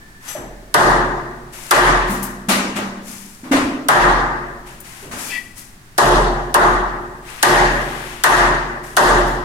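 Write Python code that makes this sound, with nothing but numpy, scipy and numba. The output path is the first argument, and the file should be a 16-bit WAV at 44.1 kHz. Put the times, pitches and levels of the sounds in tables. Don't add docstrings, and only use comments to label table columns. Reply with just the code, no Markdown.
import sys
import numpy as np
from scipy import signal
from scipy.fft import rfft, irfft, next_fast_len
from scipy.io import wavfile
from scipy.ndimage import uniform_filter1d
from numba import njit

SR = 44100
rng = np.random.default_rng(int(sys.argv[2]) if len(sys.argv) > 2 else 0)


def transcribe(signal):
    frames = np.atleast_2d(signal).T
    limited = np.clip(frames, -1, 1)
    pcm = np.round(limited * 32767).astype(np.int16)
    wavfile.write(sys.argv[1], SR, pcm)


N = 416304
T = np.arange(N) / SR
COARSE_T = T[::64]

# [pitch_hz, level_db per Hz]
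FLOOR_COLOUR = [(25, 11.5), (60, -0.5), (130, 5), (300, -2), (500, -12.5), (1800, -7.5), (2800, -15),
                (9000, -18.5), (15500, -26.5)]
FLOOR_DB = -43.5
# [pitch_hz, width_hz, level_db, t60_s]
FADING_RING = [(1752, 33, -44, 2.6)]

# [pitch_hz, t60_s]
ROOM_DECAY = [(60, 1.34), (250, 1.59), (1000, 1.19), (3000, 1), (6000, 0.92), (10000, 0.65), (15000, 0.44)]
# [pitch_hz, likeness -1..1]
LIKENESS = [(60, 0.94), (250, 0.89), (500, 0.66), (800, 0.67), (1200, -0.2), (4000, -0.025), (15000, 0.13)]
# [pitch_hz, left_minus_right_db]
ECHO_BALANCE = [(60, -3.5), (250, 1), (600, -2.5), (1200, 2.5), (2400, 4.5), (5000, 0.5), (9000, 7.5)]
# [pitch_hz, level_db]
PASSAGE_MODES = [(196, -3.5), (230, -8.5), (254, -1), (271, -5.5), (296, -0.5), (328, 0)]
BANDS = np.sort(np.append(63 * 2 ** (np.arange(25) / 3), 2230))
FLUTTER_DB, FLUTTER_S = 1.8, .025

# [start_s, swell_s, hold_s, t60_s, hiss_db, coarse_against_hiss_db]
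SCUFF_EVENTS = [(0.179, 0.12, 0.018, 0.37, -34.5, -0.5), (1.514, 0.021, 0.21, .3, -39, -1),
                (2.055, 0.027, 0.088, 0.42, -40, 3), (2.217, .01, .01, 0.54, -35, -4),
                (2.749, 0.013, 0.0092, 0.21, -36.5, 9), (2.996, 0.091, 0.047, 1.23, -36.5, -5.5),
                (4.646, 0.024, 0.022, 0.92, -46, 3.5), (4.821, 0.028, 0.2, 0.58, -43, 0.5),
                (5.1, 0.029, 0.066, 0.58, -38.5, -10), (5.15, 0.045, 0.1, 0.63, -32, -3.5),
                (5.537, 0.04, 0.014, 0.53, -38, -7), (7.197, 0.094, 0.13, .3, -43, 6),
                (7.693, 0.025, 0.41, 1.3, -42.5, 8), (8.824, 0.017, .01, 1.5, -42.5, -1),
                (9.24, 0.032, .02, 0.53, -41, -8)]
# [start_s, level_db, t60_s, left_minus_right_db]
TICK_EVENTS = [(2.229, -20.5, 0.16, 14), (4.8029, -32.5, 0.097, 17), (5.5792, -34, 0.14, 10)]
# [start_pitch_hz, glide_hz_per_s]
SCRAPE_TONES = [(1590, -150), (1800, 2398.5)]
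SCRAPE_S, SCRAPE_HOLD_S, SCRAPE_DB, SCRAPE_WAVER_HZ = 1.7, 0.076, -41, 39.7
# [pitch_hz, level_db, t60_s]
CLINK_PARTIALS = [(6045, -11, .5), (7623, -13, .5), (10030, -18, .35), (11460, -13, .4)]
CLINK_S, CLINK_DB = .28, -27.5
# [pitch_hz, width_hz, level_db]
SQUEAK_RESONANCES = [(1952, 47, 2.5), (1773, 79, -10), (2370, 190, -3.5), (2630, 140, -3), (2800, 180, -11),
                     (3250, 350, -8), (4750, 780, -11)]
SQUEAK_S, SQUEAK_SWELL_S, SQUEAK_HOLD_S, SQUEAK_DB = 5.265, 0.042, 0.051, -31
SQUEAK_LATE_S = 0.023
SQUEAK_T60_S, SQUEAK_TAIL_T60_S, SQUEAK_TAIL_DB = 0.24, 0.75, -10

# [start_s, level_db, body_hz, body_width_hz, clatter_db, brightness_db per octave]
KNOCK_EVENTS = [(.357, -14, 614, 100, -21, -3), (2.099, -13.5, 203, 36, -36, 10),
                (2.489, -8.5, 207, 35, -4, 1.93), (2.763, -14, 205.3, 25, -7.5, -0.15),
                (3.438, -26.5, 262, 47, -9, -1), (3.517, -5, 276.6, 22, -7.5, -.5),
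                (5.031, -28, 400, 99, -12.5, -5.5), (5.113, -29, 228, 46, 0, 1)]
# [pitch_hz, level_db per Hz]
CLATTER_COLOUR = [(120, -22.5), (300, -13.5), (550, -18), (900, -14.5), (1900, -18), (3400, -27.5),
                  (10600, -34.5), (15500, -49)]

# [start_s, strength_db, crack_db, door_sway_db, brightness_db per octave,
# upper_ring_db, middle_ring_db, clang_db]
BLOW_EVENTS = [(0.35, -28, -17, 13, -3, 4, -16, -2), (0.741, 1.5, 2.5, -0.5, 0, 1.5, -3.5, -7),
               (1.7095, 1.5, 3.5, 2.5, 1.43, -5.5, -1.5, 8.5), (3.8853, 2, 3, 1.5, 0.26, -2.5, 0.5, 2),
               (5.9793, 3.5, -2.5, 4, 0.3, -5, -6, -4), (6.5421, -3, 6.5, 3.5, -0.7, -3.5, 1.5, -1),
               (7.4274, 3, 5, 0.5, 1.07, 2, -8.5, 2.5), (8.237, 1.5, 5, 1, 1.47, -2, -2.5, 4.5),
               (8.9667, 3, 1, 2, 0.56, -2, -5.5, -4)]
EARLIER_S, EARLIER_DB = 1.22, 10
CRACK_DB, SWAY_DB, BOOM_DB, CLATTER_DB = -8.5, -13.5, 15.5, 27
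# [pitch_hz, level_db per Hz]
BOOM_COLOUR = [(45, -25), (70, -21), (96, -23), (140, -15), (260, -16.5), (360, -12), (520, -16), (750, -5),
               (1000, -3.5), (1400, -6), (1950, -14), (2250, -28), (2800, -22), (4300, -27), (9000, -32.5),
               (12000, -32), (15500, -68)]
# [pitch_hz, width_octaves]
BOOM_RINGS = [(1880, 0.29), (1310, 0.55), (2280, 0.27)]
# [pitch_hz, level_db per Hz]
CRACK_COLOUR = [(880, -38), (1500, 19.5), (2160, -13), (2880, 4.5), (5070, -2), (7030, -3.5), (9280, -0.5),
                (16000, -6)]
THUD_PEAK_S, THUD_DB = 0.0088, -1.5
# [pitch_hz, width_hz, level_over_boom_db, t60_s]
DOOR_MODES = [(359, 21.5, 1, 1.9), (453.6, 37, 1.5, 1.17), (604, 31, 0, 0.8), (740, 35, -5.5, 0.36),
              (923, 22, -4.5, 1.26), (836, 14, -4, 0.58), (1171, 27, -7, 1.33), (1752, 350, 2.5, 1.31)]
# [pitch_hz, level_db, t60_s]
SWAY_MODES = [(39.5, -4, 1.05), (41.3, -2.5, 1.57)]
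# [pitch_hz, level_db, t60_s]
PANEL_MODES = [(134, -22.5, 1.8), (155.7, -28, 1.6), (236.6, -29.5, 2.17), (355.7, -15.5, 1.35),
               (363.8, -13, 0.78)]
PANEL_RISE_S = 0.04

TOP_HZ = 16300


def undb(db):
    return 10 ** (np.asarray(db) / 20)


def unit(x):
    return x / np.sqrt(np.mean(x ** 2))


def on_log(table, hz):
    f, v = np.transpose(table)
    return np.interp(np.log(np.maximum(hz, 1)), np.log(f), v)


def colour(x, table):
    hz = np.arange(x.shape[-1] // 2 + 1) * SR / x.shape[-1]
    return irfft(rfft(x) * undb(on_log(table, hz)), x.shape[-1])


def band(x, lo_hz, hi_hz):
    edges = [lo_hz, min(hi_hz, .45 * SR)]
    return signal.sosfilt(signal.butter(2, edges, "band", fs=SR, output="sos"), x)


def stereo_noise(count):
    likeness = np.clip(on_log(LIKENESS, np.arange(count // 2 + 1) * SR / count), -1, 1)
    shares = np.sqrt(np.array([1 + likeness, 1 - likeness]) / 2)
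    mid, side = rfft(rng.standard_normal((2, count))) * shares
    return irfft(np.array([mid + side, mid - side]), count)


def ring(modes, phases, count):
    t = T[:count]
    return sum(undb(db) * np.sin(2 * np.pi * hz * t + phase) * 1000 ** (-t / t60)
               for (hz, db, t60), phase in zip(modes, phases))


def burst(t60, count):
    return rng.standard_normal(count) * 1000 ** (-T[:count] / max(t60, .001))


def swell(start, rise, hold, t60):
    age = T - start
    dying = 1000 ** (-np.maximum(age - rise - hold, 0) / max(t60, .02))
    return np.clip(age / max(rise, .002), 0, 1) ** 2 * dying


def add(out, x, s):
    i = int(s * SR)
    out[..., i:i + x.shape[-1]] += x[..., :out.shape[-1] - i]


def pan(x, db):
    return x * undb(np.array([db, -db]) / 2).reshape(2, -1)


def building_quiet(noise):
    return undb(FLOOR_DB) * unit(colour(np.roll(noise, N // 2, axis=1), FLOOR_COLOUR))


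def thin_ring():
    return sum(undb(db) * unit(band(stereo_noise(count=N), hz - w / 2, hz + w / 2)) * 1000 ** (-T / t60)
               for hz, w, db, t60 in FADING_RING)


def scuffs(noise):
    grit = undb(1.7 * np.repeat(rng.exponential(size=N // 16), 16))
    hiss = unit(band(noise * grit, 4900, 11900))
    coarse = unit(band(np.roll(noise, SR, axis=1), 750, 2930))
    fine_power = sum((undb(db) * swell(*shape)) ** 2 for *shape, db, _ in SCUFF_EVENTS)
    coarse_power = sum((undb(db + coarse_db) * swell(*shape)) ** 2
                       for *shape, db, coarse_db in SCUFF_EVENTS)
    out = pan(np.sqrt(fine_power) * hiss + np.sqrt(coarse_power) * coarse, 7.4)
    for s, db, t60, pan_db in TICK_EVENTS:
        tick = band(burst(t60, SR // 2), 8500, 14300)
        add(out, pan(undb(db) * tick, pan_db), s)
    return out


def scrape():
    drift = uniform_filter1d(rng.standard_normal((len(SCRAPE_TONES), N)), size=512, axis=1)
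    sliding_s = np.clip(T - SCRAPE_S, 0, .5)
    glides = np.array([hz + glide * sliding_s for hz, glide in SCRAPE_TONES])
    hz = glides + SCRAPE_WAVER_HZ * unit(drift)
    tones = np.sin(2 * np.pi * np.cumsum(hz, axis=1) / SR).sum(axis=0)
    return undb(SCRAPE_DB) * swell(SCRAPE_S, SQUEAK_SWELL_S, SCRAPE_HOLD_S, SQUEAK_T60_S) * tones


def clink():
    out = np.zeros(N)
    detune = 1 + .005 * rng.standard_normal(4 * len(CLINK_PARTIALS))
    close = [(hz * d, db, t60) for (hz, db, t60), d in zip(CLINK_PARTIALS * 4, detune)]
    ringing = ring(close, 2 * np.pi * rng.random(len(close)), count=SR)
    rise = 1 - np.exp(-T[:SR] / 0.0027)
    puff = 0.53 * band(burst(0.25, SR), 250, 10000)
    add(out, undb(CLINK_DB) * (rise * ringing + puff), CLINK_S)
    return out


def squeak():
    slips = rng.standard_normal(N) * undb(1.5 * np.repeat(rng.exponential(size=N // 144), 144))
    late_tone, *others = [undb(db) * unit(band(slips, hz - w / 2, hz + w / 2))
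                          for hz, w, db in SQUEAK_RESONANCES]
    shape = SQUEAK_S, SQUEAK_SWELL_S, SQUEAK_HOLD_S
    tail = undb(SQUEAK_TAIL_DB) * swell(*shape, SQUEAK_TAIL_T60_S)
    envelope = undb(SQUEAK_DB) * np.maximum(swell(*shape, SQUEAK_T60_S), tail)
    late_envelope = np.interp(T - SQUEAK_LATE_S, T, envelope)
    return envelope * sum(others) + late_envelope * late_tone


def knocks():
    out, t = np.zeros((2, N)), T[:SR]
    for s, db, hz, width_hz, *_ in KNOCK_EVENTS:
        wavering = unit(band(stereo_noise(count=SR), hz - width_hz / 2, hz + width_hz / 2))
        wavering = wavering * 1000 ** (-t / (1.1 + 14 / width_hz))
        body = undb(-2) * ring([(hz, 0, 7 / width_hz)], [0], count=SR)
        body = body + undb(-22) * wavering
        near = [(f, d - 20 * np.log10(1 + ((f - hz) / width_hz) ** 2), 1.6) for f, d in PASSAGE_MODES]
        if hz < 300:
            body = body + undb(-7.0) * ring(near, np.zeros(len(near)), count=SR)
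        push = 1 - np.exp(-t * hz / 1.4)
        add(out, undb(db) * body * push, s - .006)
    return out


def energy(hits, hz, t60, times):
    power = 0
    for s, db, table, tilt_db, rise_s, lasting in hits:
        age = np.maximum(COARSE_T - s, 0)
        start = undb(db + on_log(table, hz) + tilt_db * np.log2(hz / 1000))
        build_up = 1 - np.exp(-age / (rise_s + 3 / hz))
        decay = np.exp(-np.log(1000) * age / (lasting * t60))
        power = power + (start * build_up * decay) ** 2
    return np.interp(times, COARSE_T, np.sqrt(power))


def echoes(hits, door_hits):
    count = 8 * next_fast_len(N // 8 + 1)
    noise, f = rfft(stereo_noise(count)), np.arange(count // 2 + 1) * SR / count
    clusters = np.interp(f, f[::256], rng.standard_normal(len(f[::256])))
    noise = noise * undb(2.2 * clusters * (f > 450))
    low, high = np.zeros((2, count // 8)), np.zeros((2, count))

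    def play(shape, who, hz, t60):
        out = low if hz < 2100 else high
        size = out.shape[1]
        bins = size // 2 + 1
        wave = irfft(noise[:, :bins] * shape(f[:bins]), size) * size / count
        times, clumps = np.arange(size) * count / size / SR, np.arange(0, count / SR, FLUTTER_S)
        flutter = np.interp(times, clumps, undb(FLUTTER_DB * rng.standard_normal(len(clumps))))
        add(out, pan(wave, on_log(ECHO_BALANCE, hz)) * energy(who, hz, t60, times) * flutter, 0)

    for hz in BANDS:
        play(lambda f: on_log(np.transpose([BANDS, BANDS == hz]), f), hits, hz, on_log(ROOM_DECAY, hz))
    for hz, width_hz, db, t60 in DOOR_MODES:
        play(lambda f: undb(db) / (1 + (2 * (f - hz) / width_hz) ** 2), door_hits, hz, t60)
    return (high + 8 * irfft(rfft(low), count))[:, :N]


def boom(*ring_db):
    def lift(hz):
        return sum(db * np.exp(-(np.log2(hz / centre) / width) ** 2)
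                   for db, (centre, width) in zip(ring_db, BOOM_RINGS))
    return [(hz, db + lift(hz)) for hz, db in BOOM_COLOUR]


def blows():
    out, t = np.zeros((2, N)), T[:2 * SR]
    short_t = T[:2048]
    sway = ring(SWAY_MODES, [0, np.pi], count=2 * SR) * (1 - np.exp(-t / 0.11))
    age = short_t / THUD_PEAK_S
    for s, db, crack_db, sway_db, *_ in BLOW_EVENTS:
        hit = unit(colour(stereo_noise(count=2048), CRACK_COLOUR))
        crack = band(hit, 3200, 13000) * 1000 ** (-short_t / 0.063)
        thud = undb(THUD_DB) * band(hit, 610, 2900) * (age * np.exp(1 - age)) ** 2
        add(out, pan((crack + thud) * undb(db + crack_db + CRACK_DB), 0.93), s)
        add(out, pan(undb(db + sway_db + SWAY_DB) * sway, -1.1), s)
        panel = ring(PANEL_MODES, 2 * np.pi * rng.random(len(PANEL_MODES)), count=2 * SR)
        add(out, undb(db) * panel * (1 - np.exp(-t / PANEL_RISE_S)), s)
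    return out


def scene():
    earlier = (-EARLIER_S, EARLIER_DB) + (0,) * 6
    # start_s, level_db, spectrum, brightness_db per octave, rise_s, lasting factor on t60
    struck = [(s + 0.0021, db + BOOM_DB, boom(*ring_db), tilt_db, .002, .92)
              for s, db, _, _, tilt_db, *ring_db in [earlier] + BLOW_EVENTS]
    bumped = [(s - .004, db + clatter_db + CLATTER_DB, CLATTER_COLOUR, tilt_db, .006, .72)
              for s, db, _, _, clatter_db, tilt_db in KNOCK_EVENTS]
    noise = stereo_noise(count=N)
    background = building_quiet(noise) + thin_ring() + scuffs(noise)
    small_metal = pan(scrape() + clink() + squeak(), 11.7)
    return background + small_metal + knocks() + echoes(struck + bumped, struck) + blows()


@njit
def follow(x, attack, release):
    y, e = np.empty(len(x)), 0.
    for i in range(len(x)):
        e += (x[i] - e) * (attack if x[i] > e else release)
        y[i] = e
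    return y


def record(dry):
    attack_s, release_s, threshold_db = 0.00049, 0.053, -1.5
    envelope = follow(np.abs(dry).max(axis=0), 1 / (attack_s * SR), 1 / (release_s * SR))
    held = dry * np.minimum(1, undb(threshold_db) / (envelope + 1e-9)) ** 1.074
    top_cut = signal.ellip(10, .2, 80, TOP_HZ, fs=SR, output="sos")
    return signal.sosfilt(top_cut, np.tanh(held))


dry = scene()
out = record(dry)
transcribe(out)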